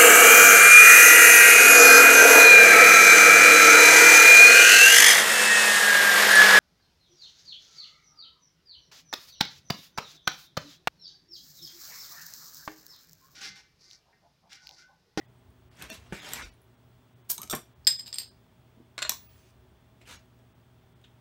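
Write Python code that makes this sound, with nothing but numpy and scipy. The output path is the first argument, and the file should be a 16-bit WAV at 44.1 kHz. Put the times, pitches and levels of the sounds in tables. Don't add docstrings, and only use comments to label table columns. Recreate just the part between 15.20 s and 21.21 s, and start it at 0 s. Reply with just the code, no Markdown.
import sys
import numpy as np
from scipy import signal
from scipy.fft import rfft, irfft
from scipy.io import wavfile
from scipy.ndimage import uniform_filter1d

SR = 44100
rng = np.random.default_rng(int(sys.argv[2]) if len(sys.argv) > 2 else 0)


def generate_wav(sig):
    pcm = np.round(np.clip(np.atleast_2d(sig).T, -1, 1) * 32767).astype(np.int16)
    wavfile.write(sys.argv[1], SR, pcm)


def volts(x):
    e = np.asarray(x, float) / 20
    return 10 ** e


N = 264864

# frequency [Hz], density [dB per Hz].
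FLOOR = [(15, -49.5), (28, -27.5), (121, -9.5), (154, -12), (251, -16), (329, -22.5), (367, -14),
         (494, -25.5), (631, -21.5), (703, -26), (763, -22.5), (3390, -36.5), (10300, -47.5),
         (15100, -46.5), (16400, -38.5)]
FLOOR_DB = -59
# frequency [Hz], density [dB per Hz].
FAN_BANDS = [(2000, -61), (2700, -15), (3200, -10), (3700, -20), (7500, -39.5), (8000, -40.5), (8300, -13),
             (8600, -24.5), (9500, -59.5)]
# pitch [Hz], level [dB rms].
HUM = [(118.4, -64), (247.6, -74.5), (360.7, -83.5), (646.0, -79), (3327, -88.5), (3521, -87), (8258, -100),
       (14503, -101), (14788, -92), (15353, -95.5), (15493, -99), (15638, -85.5)]
# centre [s], strength [dB].
PUSHES = [(.28, -62.5), (.48, -65), (.66, -56), (.79, -53), (.92, -50.5), (1.18, -53.5), (1.27, -57),
          (2.29, -64), (2.6, -62), (3.9, -62.5), (4.14, -61), (4.39, -67), (4.51, -64), (4.95, -61)]
PUSH_S, TREMOR_DB = 0.039, -68.5

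# start in seconds [s], peak level [dB],
# ring of the modes [dB], lean of the ring from low to high modes [dB], and in some extra ring of the top modes [dB].
PRYING = [
    (2.1795, -24.5, 7.5, -2.5),
    (2.2165, -28, -2, 15),
    (2.2305, -22, -7, 0.5),
    (2.2745, -36, -6, 2),
]
TEARING = [
    (2.2978, -21.5, -2, -1.5, -2),
    (2.3085, -19.5, 1, -2, -9),
    (2.327, -30, 3, -13, -16),
    (2.3492, -23.5, 1, 1, -1),
]
GRAZE = [
    (2.648, -51.5, -1, -5, -5),
    (2.6693, -3, -10.5, -5.5, -4),
    (2.6737, -7.5, 0.5, -1, 1),
]
BOUNCES = [(2.7895, -30, -4.5, 1, -3.5), (2.7935, -25.5, -8.5, -8.5, -2), (2.8065, -32, -8, 5, -4),
           (2.8602, -36, -5, -8, -5), (2.867, -30.5, -9.5, -3, -2.5), (2.8735, -31.5, -7.5, 7, 8),
           (2.878, -26.5, -13, -7, 0), (2.9277, -23.5, -9, -4.5, -3), (2.938, -26, -10.5, 1, -2),
           (2.9428, -25, -8.5, 17, 18), (2.957, -28, -14.5, -15, -3), (2.9836, -13.5, -8, 9.5, 15),
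           (3.000, -24.5, -11.5, -4.5, 2), (3.0144, -28.5, -13, -2, 4), (3.0314, -30.5, -18, -11, -2)]
CLATTER = [
    (3.7788, -17.5, -4, -6.5),
    (3.7883, -17.5, -7.5, -1.5),
    (3.820, -12.5, -5, -1.5),
    (3.8252, -11, -5.5, 10),
    (3.849, -25, 6.5, 0.5),
    (3.862, -28.5, -2.5, -3.5),
]
SLAP = [
    (3.8938, -3.5, -12.5, 6),
    (3.919, -26, -8, 0.5),
]
THUDS = [(.698, -38.5, 4, 3), (.714, -37.5, 13, -2), (.9235, -18, 2, -4.5), (.932, -29.5, -3, -10),
         (.950, -40, 2, -4), (2.19, -40, 0, -10), (2.238, -36.5, 1, -6), (2.3275, -17.5, 2.5, -3),
         (2.3325, -14, 8, 4.5), (2.337, -18.5, -1, 3), (2.346, -29.5, 12, 4), (2.362, -28.5, 1.5, -3),
         (3.57, -48, 7, 0), (3.583, -41, -5.5, -10), (3.6, -40, -11, -6), (3.615, -43, -3, -8),
         (3.893, -38.5, -2, -8.5), (4.518, -46, 4, -3)]
TICKS = [(.571, -45, -12, -3), (.594, -40, -12, -12), (.605, -42, -12, -6), (0.6222, -21.5, -4, -6),
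         (.636, -44, -6, -8), (.652, -40, -8, -8), (0.7008, -21, -15, -2), (.799, -46, -8, -8),
         (0.8394, -54, -10, 1), (1.0885, -32, -12, -3), (1.1343, -16.5, -8, 18.5), (4.8135, -52, -12, -4),
         (4.875, -39, -12, -2), (4.889, -37, -10, -6), (4.912, -40, -12, -4.5), (4.935, -41, -6, -6),
         (5.057, -53, -10, 2), (5.1894, -54, -8, .1), (5.8144, -52, -13, 5)]
FAR_TAPS = [
    (.013, -60.5, 1, -16.5),
    (5.840, -43.5, -2, 18),
]

CAP_HELD_HZ = [1250, 2300, 3900, 6350, 8200, 9200, 11900, 13300]
CAP_TORN_HZ = [1300, 3580, 4620, 5590, 5803, 7241, 7553, 8160, 8484, 10270, 11520, 11720, 12740, 13480,
               14660, 15600]
CAP_FREE_HZ = [1900, 3520, 3731, 4205, 4522, 4700, 4905, 4995, 5054, 7273, 7560, 8490, 10200, 11520, 12720,
               13500, 14650]
OPENER_HZ = [624, 1141, 1464, 2810, 3740, 4215, 5868, 7456, 11490]
OPENER_FLAT_HZ = [1100, 2900, 4005, 4619, 5206, 6160, 6670, 7700, 8656, 11500, 12980, 15492]
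BENCH_HZ = [150, 221, 312, 520, 926, 1100, 1400, 1766, 2350]
GRIT_HZ = [1930, 3200, 7700, 12500]
FAR_HZ = [1930, 3200, 3700]
# level [dB], decay time t60 [s].
CAP_HELD = [(-22, .02), (-4, .011), (-6, .013), (-3, .016), (-9, .015), (-6, .013), (-10, .013),
            (-14, .012)]
CAP_TORN = [(-8, 0.041), (-4, 0.023), (-16, 0.1815), (-5, 0.031), (-8, 0.13), (-8.5, 0.15), (-11, 0.13),
            (-13, 0.027), (-6, 0.16), (-15, 0.12), (-14, 0.091), (-2, 0.081), (-1.5, 0.12), (-7, 0.091),
            (-5, .09), (-20, .1)]
CAP_FREE = [(-15.5, 0.024), (-27.5, 0.069), (-24, 0.091), (-23.5, 0.12), (-13, 0.076), (-11.5, 0.11),
            (-11, 0.091), (-5, 0.082), (-2, 0.1625), (-21.5, 0.18), (-2.5, 0.066), (-8.5, 0.11),
            (-30.5, 0.08), (-26.5, 0.11), (-19.5, 0.15), (-27, .1), (-16.5, .11)]
OPENER = [(-14.5, 0.042), (-14, 0.031), (-13.5, 0.026), (-13.5, .02), (-8, .035), (-10.5, 0.16),
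          (-23, .015), (-4, 0.015), (-29, .05)]
OPENER_FLAT = [(-11, .025), (-11, .012), (-10, .015), (-12, .015), (-10, .015), (-10, .035), (-13, .02),
               (-9, .025), (-18, .03), (-27, .07), (-19, .075), (-27, .75)]
BENCH = [(-9, .065), (0, .055), (-6, .035), (-10, .025), (-12, .03), (-8, .03), (-13, .025), (-13, .025),
         (-16, .025)]
GRIT = [(-5, 0.012), (14, .01), (12, 0.0077), (10.5, 0.0057)]
FAR = [(7, 0.047), (-2, 0.016), (-7, 0.012)]
# frequency [Hz], density [dB per Hz].
METAL_CRACK = [(240, -50), (400, -6), (1310, -14), (2470, -9), (3580, 0), (4180, -4.5), (8240, 2.5),
               (13100, -15.5), (16000, -8)]
BOUNCE_CRACK = [(180, -63), (300, -40), (1000, -29.5), (2480, -18), (3900, -5.5), (4990, -4.5), (5800, -22),
                (7690, -12), (9090, -25), (15000, -21), (16000, -39)]
OPENER_CRACK = [(180, -55), (300, -5), (645, -36.5), (828, -11), (1340, 3), (2650, 0.5), (4300, 2.5),
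                (5080, -5.5), (7320, -1.5), (11000, -18), (16000, -21)]
SLAP_CRACK = [(180, -60.5), (300, -15.5), (1100, 0), (2840, 0), (3950, -3), (5000, -3.5), (6300, 2.5),
              (10000, -9.5), (13000, -5), (16000, -22)]
WOOD_CRACK = [(47, -27), (80, -8), (296, 9.5), (640, -4), (1130, -9), (1550, -14.5), (2930, -31),
              (3340, -31.5), (4000, -77), (5200, -66.5), (8800, -120)]
GRIT_CRACK = [(470, -24.5), (800, -1), (6490, -6.5), (8660, -2.5), (10800, -11.5), (12100, -2.5),
              (16000, -26.5)]
FAR_CRACK = [(880, -37), (1500, -8), (2340, -5), (3210, 4), (5600, -22), (6110, -13), (10000, -27),
             (13000, -56), (22000, -120)]
# brightness of a middling blow [dB per two octaves], gain [per dB of strength].
HARDNESS = dict(held=(-4, .01), torn=(-0.92, .01), free=(-7.5, 0.18), opener=(-7.5, 0.42),
            flat=(-15.5, 0.97), bench=(6, 0.82), grit=(0.1, 0.18), far=(-1, .01))
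MIDDLING_DB = -25

# start [s], peak level [dB], pitch [Hz], t60 [s].
PINGS = [(.181, -64, 8340, .03), (.304, -63, 9100, 0.016), (.304, -70, 12500, .015), (.553, -62, 9600, .03),
         (.931, -51, 8900, .02), (1.0655, -44, 7900, .02), (1.0655, -46, 4730, .03),
         (1.337, -60, 10500, .02), (1.338, -60, 9500, 0.019), (1.416, -60, 12900, 0.019),
         (1.417, -58, 10500, .02), (1.43, -66, 11200, .03), (1.439, -66, 11900, .03),
         (2.394, -47, 11000, .015), (1.235, -44, 48, 0.21)]
# start [s], end [s], level [dB], brightness [dB per octave].
RUBS = [
    (0.513, 0.922, -62, -2),
    (3.975, 4.311, -69.5, 4),
]
# strongest at [s], rise [s], fall [s], level [dB],
# brightness [dB per octave].
STROKES = [
    (.636, 0.072, 0.046, -46, -0.5),
    (.72, 0.034, 0.067, -45, 3),
    (4.818, .012, 0.033, -58, -1.5),
    (4.915, 0.061, 0.07, -46, 1.3),
]
STROKE_SWELL_DB = 21
# time [s], level [dB], brightness [dB per octave].
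DRAG = [(.922, -44, 0.5), (.935, -45.5, -0.5), (1.014, -50.5, 1), (1.06, -43.5, 0), (1.135, -41.5, 1.5),
        (1.215, -44.5, 0.5), (1.25, -46, 2.5), (1.265, -61, 0.5), (1.33, -80, 3)]
# frequency [Hz], density [dB per Hz].
SLIDE_COLOUR = [(82, -38), (140, 3), (303, 0.5), (349, -3), (644, -3), (770, -3.5), (2340, 1), (5270, -7.5),
                (7840, -11), (9000, -15.5), (13900, -22.5), (16000, -30)]
# pitch [Hz], level [dB].
THIN_TONES = [(280, -54), (501, -51), (650, -50), (2700, -48.5), (3410, -55), (3560, -51.5), (4350, -52),
              (5660, -51.5), (5830, -55), (6350, -54)]
THIN_TONES_S, THIN_TONES_LENGTH_S = .692, .042
# frequency [Hz], density [dB per Hz].
GAS_COLOUR = [(180, -56.5), (300, -20.5), (1480, -20), (1640, -19), (1840, -23), (2980, -15), (7440, -8),
              (8500, -5.5), (10700, -8.5), (13800, -2.5), (16000, -7)]
GAS_START_S, GAS_RISE_S, GAS_HOLD_S, GAS_SHUT_S, GAS_LEAK_S = 2.088, 0.011, 0.019, 0.0045, 0.056
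GAS_DB, GAS_SAG_DB, GAS_SHUT_DB, GAS_FADE_DB = -23.5, 3, 19, 46.5
# time [s], pitch [Hz], level [dB].
NECK = [
    (2.178, 870, -60),
    (2.189, 942, -51.5),
    (2.212, 1244, -54),
    (2.238, 1286, -54),
    (2.262, 1250, -84),
]
# frequency [Hz], decay time t60 [s].
ROOM = [(200, 0.17), (1000, 0.17), (4000, 0.25), (14000, 0.17)]
# centre [s], thinned above [Hz], silent above [Hz], survival margin [dB].
STARVED = [(.0713, 2500, 5000, 4), (.498, 3000, 9500, 8), (.7113, 800, 6600, 5), (1.010, 3500, 7600, 3),
           (1.2233, 3500, 9000, 3), (1.2446, 500, 9000, 4), (1.3086, 1500, 6000, 5),
           (1.5646, 4000, 8500, 7), (1.9486, 4000, 8500, 7), (2.034, 4000, 8500, 7), (2.546, 4000, 8500, 7),
           (2.7806, 300, 14900, 3), (3.1006, 600, 8700, 4), (4.082, 800, 6600, 5), (4.978, 2000, 6800, 3),
           (5.341, 4000, 8500, 7), (5.746, 4000, 8500, 7)]
FRAME, SPARED_HZ, LEFT_OVER = 1600, 15000, .2


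def evened(x):
    return x / np.sqrt(np.mean(x ** 2) + 1e-20)


def read(points, hz):
    f, value = np.transpose(points)
    return np.interp(np.log(hz + 1), np.log(f + 1), value)


def add(mix, s, sound):
    part = mix[max(round(s * SR), 0):][:len(sound)]
    part += sound[:len(part)]


def coloured(x, colour, tilt_db=0.):
    hz = np.fft.rfftfreq(len(x), 1 / SR)
    gain_db = read(colour, hz) + tilt_db * np.log2((hz + 100) / 3000)
    return irfft(rfft(x) * volts(gain_db), len(x))


def leaning():
    t = np.arange(N) / SR
    return volts(TREMOR_DB) + sum(volts(db) * np.exp(-((t - s) / PUSH_S) ** 2) for s, db in PUSHES)


def floor():
    t = np.arange(N) / SR
    air = volts(FLOOR_DB - 4) * evened(coloured(rng.standard_normal(N), FLOOR))
    air += volts(-82.5) * evened(coloured(rng.standard_normal(N), FAN_BANDS))
    for hz, db in HUM:
        waver = evened(uniform_filter1d(uniform_filter1d(rng.standard_normal(N), 3000), 3000))
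        drift = (2.523 + 0.0012 * hz) * np.cumsum(waver) / SR
        air += volts(db + 3.0 + 1.5 * waver) * np.sin(2 * np.pi * (hz * t + drift))
    shake = coloured(rng.standard_normal(N), [(25, -56), (45, -9.0), (65, -0.5), (95, -5.5), (160, -42.5), (400, -97.0)])
    return air + leaning() * evened(shake)


def strikes(events, hardness, modes_hz, modes, crack, anchors, crack_s, beat_hz, beat_depth, grip_db):
    hz = np.array(modes_hz)[:, None]
    db, t60 = np.transpose(modes)[..., None]
    out = np.zeros(N)
    t = np.arange(0, np.clip(t60.max(), .12, .45), 1 / SR)
    short = t60 < 1 / 2
    chance = rng.random((len(events), 3, len(modes), 1))
    for (s, peak_db, mid_db, lean_db, *top_db), (phase, rate, lag) in zip(events, chance):
        ring_db = [mid_db - lean_db, mid_db, mid_db + lean_db]
        ring_db.append(ring_db[0] + sum(top_db))
        tilt_db = hardness[0] + hardness[1] * (peak_db - MIDDLING_DB)
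        level_db = db + read(list(zip(anchors, ring_db)), hz) - 60 * t / np.maximum(t60, .005)
        level_db += grip_db * np.exp(-t / 0.0086) * short
        throb = 1 + beat_depth * np.cos(2 * np.pi * (beat_hz * (.5 + rate) * t + lag))
        flutter = uniform_filter1d(rng.standard_normal(throb.shape), size=300, axis=1)
        throb = throb * (1 + .35 * evened(flutter) * short)
        ring = (volts(level_db) * throb * np.sin(2 * np.pi * (hz * t + phase))).sum(0)
        ring *= np.minimum(t * hz.min() + 1e-3, 1) / np.linalg.norm(volts(db))
        burst = evened(coloured(rng.standard_normal(len(t)), crack, tilt_db / 2)) * np.exp(-t / crack_s)
        onset = np.minimum(t / (0.31 * crack_s), 1)
        add(out, s, volts(peak_db - 10.5) * (burst * onset + ring))
    return out


def far_taps():
    return strikes(FAR_TAPS, HARDNESS["far"], FAR_HZ, FAR, FAR_CRACK, (1930, 3200, 3700), 0.015, 100.0, 0.42, 2.8)


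def ping(db, hz, t60):
    t = np.arange(0, t60, 1 / SR)
    return volts(db - 60 * t / t60) * np.minimum(t / (0.06 * t60), 1) * np.sin(2 * np.pi * hz * t)


def patchy(x, depth_db):
    z = signal.stft(x, nperseg=256, noverlap=192)[2]
    patches = uniform_filter1d(rng.standard_normal(z.shape), size=4, axis=0)
    patches = uniform_filter1d(patches, size=18, axis=1)
    return signal.istft(z * volts(depth_db * evened(patches)), nperseg=256, noverlap=192)[1][:len(x)]


def rush(rows, colour, grain_db, grains_per_s, patchy_db):
    s, level_db, tilt_db = np.transpose(rows)
    t = np.arange(s[0], s[-1], 1 / SR)
    slips = volts(grain_db * np.minimum(rng.exponential(1, len(t)), 3.5))
    slips *= rng.random(len(t)) < grains_per_s / SR
    drive = rng.standard_normal(len(t)) * (slips + 0.15)
    drive *= volts(1.2 * evened(uniform_filter1d(rng.standard_normal(len(t)), 250)))
    drive = patchy(drive, patchy_db)
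    dull, plain, bright = (evened(coloured(drive, colour, tilt)) for tilt in (-4, 0, 4))
    share = np.clip(.5 + np.interp(t, s, tilt_db) / 8, 0, 1)
    mixed = np.maximum(1 - 2 * share, 0) * dull
    mixed += (1 - abs(1 - 2 * share)) * plain
    mixed += np.maximum(2 * share - 1, 0) * bright
    return s[0], volts(np.interp(t, s, level_db)) * mixed * signal.windows.tukey(len(t), .015)


def rub(start, end, db, tilt_db):
    return [(start, db, tilt_db), (end, db, tilt_db)]


def stroke(s, rise_s, fall_s, level_db, tilt_db):
    along = np.arange(-4, 5) / 4
    times = s + along * np.where(along < 0, rise_s, fall_s)
    return np.transpose([times, level_db - STROKE_SWELL_DB * along ** 2, tilt_db + 0 * along])


def ticks():
    return strikes(TICKS, HARDNESS["grit"], GRIT_HZ, GRIT, GRIT_CRACK, (2000, 3200, 7700), 0.0029, 150., 0.16, 0.88)


def thin_tones():
    t = np.arange(0, THIN_TONES_LENGTH_S, 1 / SR)
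    hz, db = np.transpose(THIN_TONES)[..., None]
    lines = volts(db) * np.sin(2 * np.pi * (hz * t + rng.random(hz.shape)))
    return THIN_TONES_S, lines.sum(0) * np.sin(np.pi * t / THIN_TONES_LENGTH_S)


def thuds():
    return strikes(THUDS, HARDNESS["bench"], BENCH_HZ, BENCH, WOOD_CRACK, (220, 500, 1200), .006, 40., 0.235, 1.7)


def gas():
    s = GAS_START_S + np.cumsum([0, GAS_RISE_S, GAS_HOLD_S, GAS_SHUT_S, GAS_LEAK_S])
    level_db = GAS_DB - np.array([40, 0, GAS_SAG_DB, GAS_SHUT_DB, GAS_FADE_DB])
    return rush(np.transpose([s, level_db, 0 * s + .4]), GAS_COLOUR, .4, 24000, 1.3)


def neck():
    s, hz, level_db = np.transpose(NECK)
    t = np.arange(s[0], s[-1], 1 / SR)
    fuzz = 1 + 0.67 * evened(uniform_filter1d(rng.standard_normal(len(t)), size=200))
    phase = 2 * np.pi * np.cumsum(np.interp(t, s, hz)) / SR
    return s[0], volts(np.interp(t, s, level_db)) * fuzz * np.sin(phase)


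def prying():
    return strikes(PRYING, HARDNESS["held"], CAP_HELD_HZ, CAP_HELD, METAL_CRACK, (2400, 6400, 12000),
                   0.0038, 100.0, 0.48, 7.2)


def tearing():
    return strikes(TEARING, HARDNESS["torn"], CAP_TORN_HZ, CAP_TORN, METAL_CRACK, (3600, 7300, 10300, 12500),
                   0.0067, 61.0, 1.0, 4.)


def bounces():
    return strikes(GRAZE + list(BOUNCES), HARDNESS["free"], CAP_FREE_HZ, CAP_FREE, BOUNCE_CRACK,
                   (5107, 7740, 8500, 10000), 0.0034, 45., .4, 8.)


def clatter():
    return strikes(CLATTER, HARDNESS["opener"], OPENER_HZ, OPENER, OPENER_CRACK, (1500, 4200, 7500),
                   0.0034, 60., 0.1, 3.6)


def slap():
    return strikes(SLAP, HARDNESS["flat"], OPENER_FLAT_HZ, OPENER_FLAT, SLAP_CRACK, (4000, 7000, 14000),
                   0.0021, 25., .08, 20.5)


def room(x):
    out = np.zeros(N)
    turn = 2 * np.pi * 2.5 * np.arange(N) / SR
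    for k in range(3):
        taps = rng.standard_normal(SR // 2) * (np.arange(SR // 2) > 120)
        hz, t, z = signal.stft(taps, SR, nperseg=128)
        tail = signal.istft(z * volts(-60 * t / read(ROOM, hz)[:, None]), SR, nperseg=128)[1]
        window = np.sqrt(2 / 3) * np.cos(turn + k * np.pi / 3)
        out += signal.oaconvolve(x * window, tail / np.linalg.norm(tail))[:N]
    return out


def scene():
    near = far_taps() + ticks() + thuds() + prying() + tearing() + bounces() + clatter() + slap()
    for s, *mode in PINGS:
        add(near, s, ping(*mode))
    for rows in [rub(*row) for row in RUBS] + [stroke(*row) for row in STROKES] + [DRAG]:
        add(near, *rush(rows, SLIDE_COLOUR, 1.2, 9000, 3.))
    add(near, *thin_tones())
    add(near, *gas())
    add(near, *neck())
    tail = coloured(room(near), [(200, 1), (900, 3.0), (3000, -2.0), (15000, -4.0)])
    return (near + volts(-4.5) * tail + floor())[None]


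def starve(x):
    out = x.copy()
    hz = np.fft.rfftfreq(FRAME, 1 / SR)
    for s, thin_hz, silent_hz, margin_db in STARVED:
        at = round(s * SR) - FRAME // 2
        z = rfft(x[at:at + FRAME] * np.hanning(FRAME))
        usual = np.sqrt(uniform_filter1d(abs(z) ** 2, size=60))
        strong = uniform_filter1d(1. * (abs(z) > volts(margin_db) * usual), size=3) > .1
        thinned = np.maximum(1.3 * strong * (hz < silent_hz), LEFT_OVER)
        kept = np.where((hz < thin_hz) | (hz > SPARED_HZ), 1, thinned)
        out[at:at + FRAME] += irfft(z * (kept - 1), FRAME)
    return out


def roll_off(x):
    return signal.sosfilt(signal.butter(12, 16510, fs=SR, output="sos"), x)


def record(dry):
    limited = signal.oaconvolve(dry, signal.firwin(255, 16000, fs=SR)[None], "same")
    mix = starve(limited[0])[None]
    return roll_off(mix)


dry = scene()
out = record(dry)
generate_wav(out)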